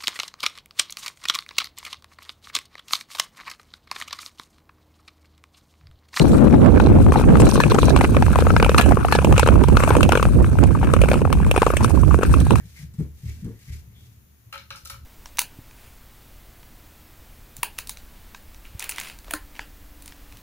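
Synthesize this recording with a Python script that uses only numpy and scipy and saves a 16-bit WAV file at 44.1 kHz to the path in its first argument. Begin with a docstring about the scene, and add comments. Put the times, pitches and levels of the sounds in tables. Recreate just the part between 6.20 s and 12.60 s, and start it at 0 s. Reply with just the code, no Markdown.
"""Skate blades hiss, scrape and knock across a frozen lake while wind buffets two moving microphone ports.
Gliding edges are coloured friction noise, which grows louder and rasps where an edge bites.
Each knock over a bump is a short falling ring of the ice sheet with a thud and chipped crumbs;
a loaded edge splinters the ice in bright crackles, and a blade set down hard rings.
A headwind and single gusts are noise, separate at each port; loud wind and hard knocks overload the input."""
import sys
import numpy as np
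from scipy import signal
from scipy.fft import rfft, irfft
from scipy.io import wavfile
from scipy.ndimage import uniform_filter1d

SR = 44100
rng = np.random.default_rng(int(sys.argv[2]) if len(sys.argv) > 2 else 0)


def master(y):
    """Save y as 16-bit WAV."""
    cut = np.clip(np.atleast_2d(y).T, -1, 1)
    pcm = np.round(cut * 32767)  # scale
    wavfile.write(sys.argv[1], SR, pcm.astype(np.int16))


N = 282240

# hard blade knocks: (time [s], level [dB], middle pitch [Hz], ring length [ms],
# delay of the blade's second contact [ms], thud relative to the knock [dB], crunch of chipped ice [dB])
KNOCKS = [(0.4614, -6.5, 1750, 1.5, 1.06, 1, -24), (0.6, 2, 1190, 1, 1.2, -6.5, -30.0),
          (0.669, -7, 980, 1.2, 1.2, -2, -29), (0.9212, -4, 1210, 2.9, 1.08, -3, -17.5),
          (0.9576, 0.5, 870, 1.84, 2.37, -17, -35.0), (0.997, -7.5, 1140, 1.4, 0.68, 1, -24),
          (1.155, 0.5, 1150, 1.5, 1.46, -9, -26), (1.17, -1.5, 700, 1.4, 0.54, -8, -19),
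          (1.1996, -8, 1200, 2.5, 1.07, 5, -8), (1.2681, -4.5, 1430, 1.4, 2.97, -1, -25),
          (1.356, -5.5, 1190, 2.8, 1.94, -4, -13.5), (1.377, -11, 1030, 2.9, 2.6, 7, -33),
          (1.4021, 7.5, 1270, 1.5, 1.1, -11, -8), (1.4367, -3, 1640, 1.1, 0.81, -5, -12),
          (1.5177, -3, 990, 3.5, 1.8, 2.5, -13), (1.5461, -9, 900, 1.4, 1.6, 2, -26),
          (1.585, -0.5, 1305, 3.8, 0.86, 0.5, -17), (1.63, -3, 1170, 2, 1.04, -0.5, -15),
          (1.6817, -3, 930, 1.25, 1.33, -4, -29), (1.7045, -2.5, 720, 2.2, 0.54, -13, -38),
          (1.7624, 5, 1030, 1.33, 1.8, -23, -9.5), (1.8103, 4.5, 665, 3.8, 0.76, -15, -13),
          (1.84, -6.5, 660, 1.4, 1.8, 4, -21), (1.946, -13, 1120, 2.5, 0.91, -2, -21),
          (1.9673, 5, 1590, 1.1, 0.9, -6.5, -19), (2.024, 8.5, 1030, 1.84, 0.45, -21, -34),
          (2.0644, -6, 1580, 1.4, 0.99, -9, -20), (2.1575, 4.5, 1060, 1.2, 1.8, -15, -20),
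          (2.1871, 3.5, 1010, 1.5, 0.34, -4, -18), (2.2227, -3.5, 1200, 2.2, 0.5, 0.5, -46),
          (2.2678, 0.5, 1260, 1.46, 1.5, -2.5, -35), (2.304, 0.5, 1440, 1.2, 1.44, -8, -40),
          (2.3646, 10, 1350, 1.05, 1.37, -20, -33), (2.4001, -3, 1490, 2.3, 0.93, -4, -17.5),
          (2.4264, 9, 1070, 0.88, 0.98, -9, -8.5), (2.4463, -1, 1610, 1.9, 0.9, -8, -13),
          (2.4624, -3.5, 790, 1.7, 2.25, -18, -20), (2.4936, 5, 1260, 1.13, 0.65, -1.5, -8),
          (2.5455, 2.5, 1230, 1.6, 1.47, -7, -14), (2.581, 6, 1320, 2.4, 0.97, -16, 1.5),
          (2.5972, -2, 1250, 2.5, 0.8, -14, -15), (2.6115, 2, 1890, 1.1, 0.77, -29, -3.5),
          (2.6601, -8.5, 940, 1.05, 1.4, -2, -25), (2.7102, -6, 900, 1.8, 1.3, -8, -38),
          (2.7198, 3.5, 940, 1.34, 1.58, -11, -27), (2.7707, -8, 1070, 4.4, 0.7, 4, -41.0),
          (2.8295, -14, 1370, 2.7, 0.86, -18, -42), (2.8482, 1, 1020, 1.16, 1.5, -11, -36),
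          (2.8845, -6, 1340, 2.5, 0.93, -14, -23), (2.9238, 7.5, 1180, 1.5, 1.47, -19, -3.5),
          (2.9509, 3, 920, 5, 0.49, -5, -14), (2.9872, -7, 1240, 4.8, 1.3, 4, -15),
          (3.0462, 2.5, 680, 0.98, 2, -3, -10), (3.1246, 2, 1140, 1.2, 1.34, -10, -11),
          (3.179, -3, 1340, 1.5, 2.3, 0, -6.5), (3.1951, 2, 1065, 2.3, 1.22, -10, -1.5),
          (3.23, -2.5, 1380, 4.6, 0.64, 2.5, -28.0), (3.262, -8, 1380, 2.8, 0.7, 2, -28),
          (3.2741, -3.5, 985, 2.6, 1.95, 0.5, -9.5), (3.2872, 1.5, 1400, 2.1, 0.76, -0.5, -24),
          (3.3559, -10, 1070, 2.4, 0.78, 2, -28), (3.4376, -9, 1000, 4, 3.27, -2, -13.5),
          (3.4845, -14.5, 970, 4.7, 2.03, 9, -12), (3.5696, 8.5, 1230, 2.24, 1.39, -14, -12),
          (3.603, -2.5, 1550, 3.1, 0.92, -4.5, -35.0), (3.636, 5, 1520, 0.95, 0.97, -8.5, -14),
          (3.6769, 2, 760, 3.4, 0.63, -12, -33.0), (3.705, 2, 1086, 4.3, 1.25, -2, -25),
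          (3.752, 0.5, 930, 1.5, 1.95, -22, -16), (3.7669, -2.5, 1410, 1.4, 0.96, 4, -9),
          (3.8072, -3, 1270, 1.9, 0.75, -21, -12), (3.8306, 2, 1710, 0.97, 0.86, -3, -4),
          (3.8915, -4, 670, 1.8, 1.3, -6, -10.5), (3.921, 3.5, 1120, 1.75, 1.42, -28, -5),
          (3.931, -8, 1080, 2.9, 1.84, 3, -30), (3.953, -1, 1260, 4.2, 2, 1.5, -13),
          (3.9736, -3.5, 1140, 2.4, 1.4, 0, -11), (3.9968, -7.5, 1260, 3.7, 2.73, -2, -32),
          (4.0271, 0.5, 1320, 1.44, 0.88, -9, -11.0), (4.053, -2.5, 1570, 0.85, 0.74, -9, -29),
          (4.244, -7, 1280, 1.7, 0.6, -23, -31), (4.3865, -5.5, 1520, 2.2, 0.85, -4.5, -18.5),
          (4.4373, -8.5, 834, 1.6, 1.2, -6, -16), (4.55, -10.5, 1080, 5, 3.3, -11, -27),
          (4.6289, -8.5, 960, 2.4, 1.37, -10, -49), (4.7366, 1.5, 1290, 2.6, 0.94, -0.5, -8.5),
          (4.765, -9, 1360, 2, 0.97, -1, -21), (4.8159, -8.5, 1720, 2.2, 0.97, 7, -9),
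          (4.8371, -9, 1350, 3.3, 1.15, 7, -19), (4.8875, -3, 1800, 1.5, 0.91, -14, -18),
          (4.9152, 1.5, 1930, 1.1, 0.82, -2, -12), (4.9319, -8, 1040, 1.2, 1.2, -4, -16),
          (4.94, -8.5, 1330, 3.5, 0.9, 2.5, -18), (5.0168, -10.5, 930, 1.7, 2, 6.5, -26.0),
          (5.0511, -1.5, 1090, 1.2, 1.63, -8, -25), (5.1275, 2.5, 1510, 1.2, 0.89, -18, -7.5),
          (5.2467, -10.5, 1610, 2.4, 0.88, -28, -28), (5.265, -18, 970, 3.6, 1.9, 3, -21.5),
          (5.3131, -6, 1500, 0.99, 0.74, 1.5, -8.5), (5.3623, -4, 1320, 1.9, 1.5, -0.5, -11),
          (5.377, 6, 680, 0.61, 0.87, -17, -13), (5.4188, 1.5, 1170, 2.1, 1.85, 1, -12),
          (5.4294, -0.5, 1060, 2, 1.26, -11, -17), (5.4653, -2.0, 1205, 5.1, 1, 2, -13.5),
          (5.5026, -6, 1310, 3.3, 0.95, 0.5, -32), (5.5369, -2, 690, 2.3, 0.63, -5, -24),
          (5.5683, -4, 1980, 1.8, 0.58, -7.5, -3.5), (5.607, -9, 895, 2.4, 2, -18, -37),
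          (5.6452, -2.5, 1200, 2.4, 0.84, -5, -9), (5.773, -17.5, 960, 5.8, 1.9, -6, -36),
          (5.8326, -12.5, 1000, 3.9, 1.8, -1, -41), (5.909, -8, 1150, 3.3, 2.66, -28, -32.0),
          (5.9436, -2.5, 990, 2.2, 0.63, -4.5, -20.0), (5.9889, -7, 760, 2, 0.67, 4.5, -28),
          (6.011, -18, 950, 1.3, 1, 5, -36), (6.032, -5.5, 1290, 2.3, 0.88, 2.5, -12.5),
          (6.1392, -2, 1270, 2.1, 0.84, -10, -15), (6.3071, -5.5, 830, 4.5, 0.75, -8, -14.5),
          (6.356, -6.5, 1270, 1.6, 0.96, -23, -17)]
# spectrum of ice grinding under the blade: (frequency [Hz], relative level [dB])
GRIND = [(200, -3.5), (600, -5), (1000, 4.5), (1500, 9), (2600, -5), (4000, -19), (7000, -26.5),
         (15000, -38)]
# spectrum of the shaving edge: (frequency [Hz], relative level [dB])
HISS = [(500, -26), (1500, 18.5), (3000, 0.5), (4500, 9), (6000, 4.5), (9000, 4.5), (12000, 3),
        (15000, 4.5)]


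def from_db(db):
    """Turns decibels into gain."""
    return 10 ** (np.asarray(db) / 20)


def unit(x):
    """Scales to rms 1."""
    return x / np.sqrt(np.mean(x ** 2) + 1e-20)


def curve(table):
    """Reads the columns of a time table, sample by sample."""
    s, *columns = np.transpose(table)
    return [np.interp(np.arange(N) / SR, s, column) for column in columns]


def spectrum_at(points, hz):
    """Reads a spectrum on a log-frequency axis."""
    f, db = np.transpose(points)
    return np.interp(np.log(hz + 1), np.log(f), db)


def coloured(points):
    """Unrelated noise for the two ports, with the given spectrum."""
    gain = from_db(spectrum_at(points, np.fft.rfftfreq(N, 1 / SR)))
    white = rng.standard_normal((2, N))
    return unit(irfft(rfft(white) * gain, N))


def wander(rate_hz):
    """Smooth random movement of rms 1, mostly slower than the rate."""
    hz = np.fft.rfftfreq(N, 1 / SR)
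    white = rng.standard_normal(N)
    return unit(irfft(rfft(white) * np.exp(-(hz / rate_hz) ** 2), N))


def shared(pair, likeness):
    """Makes the two channels partly alike."""
    c = np.clip(likeness, 0, 1)
    return np.array([pair[0], c * pair[0] + np.sqrt(1 - c ** 2) * pair[1]])


def add(mix, s, sound):
    """Mixes a sound in at time s."""
    part = mix[..., max(round(s * SR), 0):][..., :sound.shape[-1]]
    part += sound[..., :part.shape[-1]]


def random_hits(sizes, per_s, decay_s):
    """Sudden starts at random moments, each with a quick exponential decay."""
    starts = sizes * (rng.random(N) < per_s / SR)
    return signal.lfilter([1], [1, -np.exp(-1 / (decay_s * SR))], starts)


def patchy(x, depth_db, span_hz):
    """The ice under the edge keeps changing: patches of the spectrum swell and fade."""
    z = signal.stft(x, nperseg=512)[2]
    field = uniform_filter1d(rng.standard_normal(z.shape[1:]), size=6, axis=1)
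    field = unit(uniform_filter1d(field, max(round(span_hz * 512 / SR), 1), axis=0))
    return signal.istft(z * from_db(depth_db * field), nperseg=512)[1][:, :N]


def wind_levels():
    """Gains of rumble and eddies at each port: the headwind, and gusts that swell and fade, leaning to a side."""
    # headwind: (time [s], rumble [dB], fast eddies [dB], left minus right [dB])
    headwind = [(0.0, -27, -11, 8), (0.45, -21.5, -15, 3), (1.45, -20, -14.5, 2.5), (2.0, -17, -24.5, -0.5),
                (2.9, -21.5, -25, -5), (3.3, -16.5, -34.5, -0.5), (3.95, -21.5, -24.5, -3.5),
                (4.25, -17, -27, 1.5), (5.05, -19.5, -22, -6), (5.45, -23, -36.5, -5),
                (5.8, -28, -26.5, -23), (6.05, -29, -26, 11.5), (6.4, -16, -42, -5)]
    # gusts: (peak time [s], length [s], rumble [dB], fast eddies [dB], left minus right [dB])
    gusts = [(0.043, 1, -13, -8, 21), (0.476, 0.36, -11, -1, -25), (0.67, 1, -10, -16.5, -21),
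             (0.832, 0.32, -10, -7.5, 26), (1.1, 0.25, -8.5, -4, -8), (1.234, 0.17, -5, -4.5, 1),
             (1.646, 0.18, -11.5, -32, 20), (1.774, 0.27, -12, -10.5, -22), (1.94, 0.2, -26, -12.5, -21),
             (2.05, 0.21, -8.5, -27, -25), (2.4, 0.66, -11.5, -22, 4), (2.697, 0.19, -5, -9.5, -17),
             (3.118, 0.24, -6.5, -12.5, -8.5), (3.367, 0.2, -4, -8, -25), (3.532, 0.18, -8, -14, -8),
             (3.793, 0.4, -10, -11, -6), (4.08, 0.26, -12, -37, 12), (4.183, 0.12, -7.5, -6, -14),
             (4.46, 0.23, -8, -11.5, -28), (4.816, 0.2, -7.5, -20, -26), (5.19, 0.2, -10.5, -36, 0),
             (5.295, 0.17, -12.5, -31, 18), (5.628, 0.18, -15, -27, 10), (5.868, 0.36, -6, -30, -18),
             (6.106, 0.15, -9.5, -20, 1), (6.2, 0.52, -13.5, -24.5, -11), (6.341, 0.14, -12, -11.5, -10)]
    rumble_db, eddy_db, side_db = curve(headwind)
    power = (from_db([rumble_db, eddy_db])[:, None] * from_db([side_db / 2, -side_db / 2])) ** 2
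    t = np.arange(N) / SR
    for s, length, gust_rumble_db, gust_eddy_db, lean_db in gusts:
        during = abs(t - s) < length / 2
        swell = np.cos(np.pi * (t[during] - s) / length) ** 2
        ports = from_db([lean_db / 2, -lean_db / 2])
        gains = np.outer(from_db([gust_rumble_db, gust_eddy_db]), ports / np.linalg.norm(ports))
        power[..., during] += (gains[..., None] * swell) ** 2
    return np.sqrt(power)


def swelling(depth_db, rate_hz, limit=1.46):
    """A gain of rms 1 for each port that rises and falls by chance, its peaks held down."""
    chance = np.array([wander(rate_hz), wander(rate_hz)])
    return unit(from_db(depth_db * np.minimum(chance, limit)))


def flow(points, span_s, firmness):
    """Turbulence with its slow level swings evened out, so that the wind gains set its strength."""
    noise = coloured(points)
    power = uniform_filter1d(noise ** 2, int(span_s * SR) + 1, axis=1)
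    return unit(noise / (abs(power) + 1e-6) ** (firmness / 2))


def wind(burst_db=6.5, burst_hz=30, swirl_db=-1.0, lump_db=2.0, lump_hz=12, strongest=0.96):
    """Big slow eddies rumble; small fast ones hit each port in bursts and break into a swirl when strong."""
    # spectra of big eddies, small eddies and swirling air: (frequency [Hz], relative level [dB])
    rumble_spectrum = [(15, -57), (30, -32), (45, -7), (58, 0), (100, -4.5), (160, -12), (300, -28),
                       (700, -53.5)]
    eddy_spectrum = [(50, -6.5), (130, -2.5), (220, -0.5), (330, -6), (500, -16.5), (750, -25), (2000, -73)]
    swirl_spectrum = [(120, -20), (320, -7), (500, 6), (850, -14.5), (1500, -13), (3000, -33), (8000, -64)]
    rumble_gain, eddy_gain = wind_levels()
    bursts = eddy_gain * swelling(burst_db, burst_hz)
    lumps = swelling(lump_db, lump_hz)
    rumble = rumble_gain * lumps * flow(rumble_spectrum, span_s=0.101, firmness=1.0)
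    eddies = bursts * lumps * flow(eddy_spectrum, span_s=0.036, firmness=0.52)
    # the swirl grows with the square of the bursts, up to a limit
    swirl = from_db(swirl_db) * np.minimum(bursts, 0.3) ** 2 * coloured(swirl_spectrum)
    return strongest * np.tanh((rumble + eddies) / strongest) + swirl


def blade_levels(bite_s=0.0024, let_go_s=0.014):
    """Gains of hiss, grind and rasp: the base glide, and each scrape with its attack, hold and release."""
    # base glide, ahead of the layer trims: (time [s], edge hiss [dB], ice grind [dB], rasp [dB])
    base_glide = [(0.0, -30, -32, -39), (0.55, -47, -31.5, -47), (1.1, -37, -28.5, -46),
                  (1.9, -34, -30.5, -41), (2.8, -32, -27.5, -57), (3.45, -38, -28.5, -47),
                  (4.05, -35, -35, -45), (4.33, -39.5, -35.5, -52), (4.65, -38.5, -28.5, -55),
                  (5.1, -41, -32, -64), (5.85, -36, -36, -72), (6.4, -34, -31.5, -36)]
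    # scrapes, where an edge bites, ahead of the trims:
    # (start [s], length [s], hiss [dB], grind [dB], rasp [dB])
    scrapes = [(0.0, 0.032, -33, -55, -28), (0.564, 0.1, -40, -25.5, -35.5),
               (0.917, 0.095, -30.5, -23.5, -33), (1.188, 0.093, -33, -40, -30),
               (1.284, 0.194, -31, -48, -33), (1.497, 0.2, -34.5, -24.5, -30.5),
               (1.752, 0.11, -40, -20, -32), (2.176, 0.033, -31, -12, -31), (2.576, 0.016, -16, -9, -13.5),
               (2.605, 0.016, -30, -28, -28), (2.913, 0.047, -29, -34, -24.5), (3.157, 0.15, -36, -21, -33),
               (3.562, 0.177, -26.5, -22, -50), (3.793, 0.29, -37, -31.5, -61),
               (4.802, 0.18, -36, -31, -60), (5.338, 0.17, -33, -30.5, -40), (5.561, 0.15, -35, -32.5, -58),
               (6.01, 0.062, -41, -28, -55),]
    t = np.arange(N) / SR
    power = from_db(curve(base_glide)) ** 2
    for start, length, *levels_db in scrapes:
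        age = t[:round((length + 8 * let_go_s) * SR)]
        attack = np.minimum(age / bite_s, 1)
        release = np.exp(-np.maximum(age - length, 0) / let_go_s)
        add(power, start, np.outer(from_db(levels_db), attack * release) ** 2)
    return np.sqrt(power)


def scrape(points, likeness, flutter_db):
    """Friction noise of rms 1 that flutters with the pressure and breaks into grains."""
    noise = patchy(shared(coloured(points), likeness), depth_db=3.6, span_hz=700)
    grains_db = 2.6 * wander(rate_hz=900)
    pressure_db = flutter_db * wander(rate_hz=36)
    return unit(noise * from_db(pressure_db + grains_db))


def slips(per_s=130, spread_db=-1.0, decay_s=0.007):
    """The biting edge sticks and slips: an envelope of rms 1 made of sudden starts and quick decays."""
    sizes = from_db(spread_db * rng.uniform(-0.92, 1, N))
    return unit(random_hits(sizes, per_s, decay_s))


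def glide(hiss, grind, rasp, hiss_trim_db=0.5, rasp_trim_db=3.5, grind_trim_db=-6.0):
    """The steel edge shaves the ice: fine hiss, a rasp that comes in slips and a low grind."""
    # spectrum of a blade set on edge: (frequency [Hz], relative level [dB])
    rasp_spectrum = [(1500, -9), (2600, -5), (4000, 20), (5000, 5), (6000, 5), (7500, -23), (12000, -24)]
    shaving = hiss * scrape(HISS, likeness=0.057, flutter_db=2.5)
    rasping = rasp * slips() * scrape(rasp_spectrum, likeness=0.23, flutter_db=3.0)
    grinding = grind * scrape(GRIND, likeness=0.4, flutter_db=6.0)
    return (from_db(hiss_trim_db) * shaving + from_db(rasp_trim_db) * rasping
            + from_db(grind_trim_db) * grinding)


def scratches(hiss, per_s=90, scratch_db=0.0, spread_db=2.5, decay_s=0.0041):
    """Tiny flakes snap off under the edge, the stronger the harder it shaves."""
    sizes = from_db(spread_db * np.minimum(rng.exponential(1, N), 3))
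    bursts = random_hits(sizes, per_s, decay_s)
    return from_db(scratch_db) * hiss * bursts * shared(coloured(HISS), likeness=0.14)


def chatter(grind, per_s=65, chatter_db=4.5):
    """Small bumps tick under the loaded blade at random, louder as it grinds, in shifting colours."""
    sizes = from_db(rng.uniform(-6, 6, N))
    ticks = random_hits(sizes, per_s, decay_s=0.003)
    ice = unit(patchy(shared(coloured(GRIND), likeness=0.75), depth_db=5.0, span_hz=350))
    return from_db(chatter_db) * grind * ticks * ice


def crackles(crackle_db=3.5):
    """The loaded edge splinters the ice in sudden, grainy noise bursts of shifting colour."""
    # crackles, ahead of the trim crackle_db: (time [s], decay [s], level [dB])
    splinterings = [(0.9394, 0.0058, -25), (1.202, 0.011, -16.5), (1.255, .007, -26), (1.2896, 0.013, -21),
                    (1.312, 0.0065, -23), (1.335, 0.018, -23), (1.4996, 0.0046, -24), (1.5445, 0.0062, -20),
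                    (1.588, .007, -19), (1.6535, 0.0053, -16.5), (1.6964, .005, -17), (5.633, 0.0064, -19),
                    (6.034, 0.0053, -19), (6.202, 0.0023, -15.5)]
    # spectrum of splintering ice: (frequency [Hz], relative level [dB])
    splinter_spectrum = [(800, -24), (2000, -9), (3800, 4), (5200, 6.5), (6800, 1), (9000, -3), (14000, -9)]
    bursts, t = np.zeros(N), np.arange(SR // 10) / SR
    for s, decay_s, db in splinterings:
        add(bursts, s, from_db(db) * np.exp(-t / decay_s))
    splinters = patchy(shared(coloured(splinter_spectrum), likeness=0.4), depth_db=4.5, span_hz=900)
    grains = from_db(5 * wander(rate_hz=1500))
    return from_db(crackle_db) * bursts * unit(splinters * grains)


def blade_rings(sag=0.05, sag_s=0.0061, detune=0.017):
    """A blade set down hard rings in its modes, a little different each time, sagging as weight comes on."""
    # hard set-downs of the steel blade: (time [s], level [dB])
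    set_downs = [(1.401, -14), (2.582, -7), (2.926, -11)]
    # modes of the blade: (settled pitch before detuning [Hz], relative level [dB], time to fall 60 dB [s])
    modes = [(1700, 2.5, 0.17), (4100, 2, 0.054)]
    rings, t = np.zeros(N), np.arange(SR // 10) / SR
    chance = rng.uniform(-0.68, 1, (len(set_downs), len(modes)))
    for (s, db), offsets in zip(set_downs, chance):
        for (hz, mode_db, t60), offset in zip(modes, offsets):
            pitch = hz * (1 + detune * offset) * (1 + sag * np.exp(-t / sag_s))
            tone = np.sin(2 * np.pi * np.cumsum(pitch) / SR)
            decay = np.exp(-np.log(1000) * t / t60)
            add(rings, s, from_db(db + mode_db) * decay * tone)
    return rings


def ice_ring(hz, length_ms, fall=0.34, rise_ms=0.35, tail=0.15, tail_ms=2.5):
    """A knock's few cycles: short bending waves outrun long ones in the ice, so the pitch falls."""
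    age_ms = np.arange(SR // 10) * 1000 / SR
    # the pitch starts above hz and ends below it by the same share
    pitch = hz * (1 - fall + 2 * fall * np.exp(-age_ms / (0.9 * length_ms)))
    rise = 1 - np.exp(-(age_ms / rise_ms) ** 2)
    packet = np.exp(-(age_ms / length_ms) ** 2) + tail * np.exp(-age_ms / tail_ms)
    return rise * packet * np.sin(2 * np.pi * np.cumsum(pitch) / SR)


def soft_knocks(grind, per_s=30, over_grind_db=11.5, spread_db=-4.5, most_db=-17, clear_s=0.014):
    """Rows like those of the hard knocks, for lesser bumps in between, as strong as the blade grinds."""
    middle_hz, ring_ms, bounce_ms, thud_db, crunch_offset_db = 1120, 2.32, 0.99, -1, -17.5
    chance = rng.uniform(-1, 1, (200, 4))
    hard_s = np.transpose(KNOCKS)[0]
    rows = []
    for k, (delay, size, pitch, crunch) in enumerate(chance):
        s = (k + 0.5 + delay / 2) / per_s
        if s < N / SR and abs(hard_s - s).min() > clear_s:
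            grind_db = 20 * np.log10(grind[int(s * SR)])
            db = min(grind_db + over_grind_db, most_db) + spread_db * size  # capped, then spread
            crunch_db = db + crunch_offset_db + 9 * crunch
            rows.append((s, db, middle_hz * 1.4 ** pitch, ring_ms, bounce_ms, thud_db, crunch_db))
    return rows


def knocks(grind, thud_hz=450, rattle_db=-18.0, ring_db=-2.0, rattle_tail=0.047):
    """Each bump clicks, rings twice and thuds in the ice, rattles the blade and chips off a spray of crumbs."""
    # spectrum of chipped ice: (frequency [Hz], relative level [dB])
    crunch_spectrum = [(300, -13), (1200, 5.5), (2600, 20), (3800, 9), (5500, 8), (9000, 3.5), (12000, -2),
                       (15000, 7)]
    bounce_db = -0.5  # second contact against the first; its delay colours the knock
    click_db, click_s = -18, 0.00033  # first contact of steel and bump, relative to the knock
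    rings, rattle, spray = np.zeros((3, N))
    t = np.arange(SR // 10) / SR
    click = from_db(click_db) * (1 - t / click_s) * np.exp(-t / click_s)
    rattle_shape = np.exp(-t / 0.0045) + rattle_tail * np.exp(-t / 0.01)
    spray_shape = np.exp(-t / 0.003) + 0.089 * np.exp(-t / 0.029)
    thud_shape = (1 - np.exp(-t / 0.00051)) * np.exp(-t / 0.0023)
    for s, db, hz, ring_ms, bounce_ms, thud_db, crunch_db in list(KNOCKS) + soft_knocks(grind):
        low_hz = thud_hz * (hz / 1000) ** 0.37  # higher knocks thud a little higher
        thud = from_db(thud_db) * thud_shape * np.sin(2 * np.pi * low_hz * t)
        ring = from_db(ring_db) * ice_ring(hz, ring_ms)
        add(rings, s, from_db(db) * (ring + thud + click))
        add(rings, s + bounce_ms / 1000, from_db(db + bounce_db) * ring)
        add(rattle, s, from_db(db) * rattle_shape)
        add(spray, s, from_db(crunch_db) * spray_shape)
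    rattle_noise = patchy(shared(coloured(GRIND), likeness=1.0), depth_db=7.0, span_hz=350)
    blade = from_db(rattle_db) * rattle * rattle_noise
    grains = from_db(3 * wander(rate_hz=1200))
    chips = patchy(shared(coloured(crunch_spectrum), likeness=0.5), depth_db=3.5, span_hz=900)
    crumbs = spray * unit(grains * chips)
    return rings + blade + crumbs


def scene():
    """Wind on the ports, and the blades' glide, scratches, chatter, crackles, rings and knocks."""
    hiss, grind, rasp = blade_levels()
    friction = glide(hiss, grind, rasp) + scratches(hiss) + chatter(grind)
    return wind() + friction + crackles() + blade_rings() + knocks(grind)


def port(x, gain_db):
    """Causal minimum-phase filter with the given gain on an even frequency grid."""
    circle = np.log(from_db(np.r_[gain_db, gain_db[-2:0:-1]]))
    taps = np.fft.ifft(np.exp(np.conj(signal.hilbert(circle)))).real
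    return signal.oaconvolve(x, taps[:len(gain_db)])[:N]


def record(dry, ceiling=0.59, knee=19.0, low_cut_hz=14, high_cut_hz=14500):
    """Each port adds its colour, the input overloads, and the lowest bass and highest treble are cut."""
    # colour of each microphone port: (frequency [Hz], gain [dB])
    left_colour = [(400, 1.5), (720, 1), (1000, -1), (1600, -5.5), (2000, -14), (2500, -3), (3400, -14),
                   (4900, -21), (6200, -8), (7000, -10), (9000, -6.5), (12500, -14.5)]
    right_colour = [(400, 2.5), (850, -1.5), (1400, -17), (1950, -15), (2500, -2), (3000, -6.5), (4050, -9),
                    (5000, -10.5), (6000, -4.5), (7000, -10), (11000, -8.5), (14500, -18)]
    # narrow resonances added to the left port's colour: (frequency [Hz], width [Hz], gain [dB])
    left_peaks = [(1320, 200, 1), (7600, 490, 6.5), (9000, 910, 10), (13340, 770, 10)]
    hz = np.fft.rfftfreq(4096, 1 / SR)
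    peaks_db = sum(db / (1 + (2 * (hz - f) / width) ** 2) for f, width, db in left_peaks)
    left = port(dry[0], spectrum_at(left_colour, hz) + peaks_db)
    right = port(dry[1], spectrum_at(right_colour, hz))
    pair = np.array([left, right])
    squashed = pair / (1 + abs(pair / ceiling) ** knee) ** (1 / knee)
    bass_cut = signal.lfilter(*signal.butter(1, low_cut_hz, "high", fs=SR), squashed)
    treble_cut = signal.firwin(201, high_cut_hz, window=("kaiser", 8), fs=SR)
    return signal.oaconvolve(bass_cut, treble_cut[None], "same", axes=1)


dry = scene()
out = record(dry)
master(out)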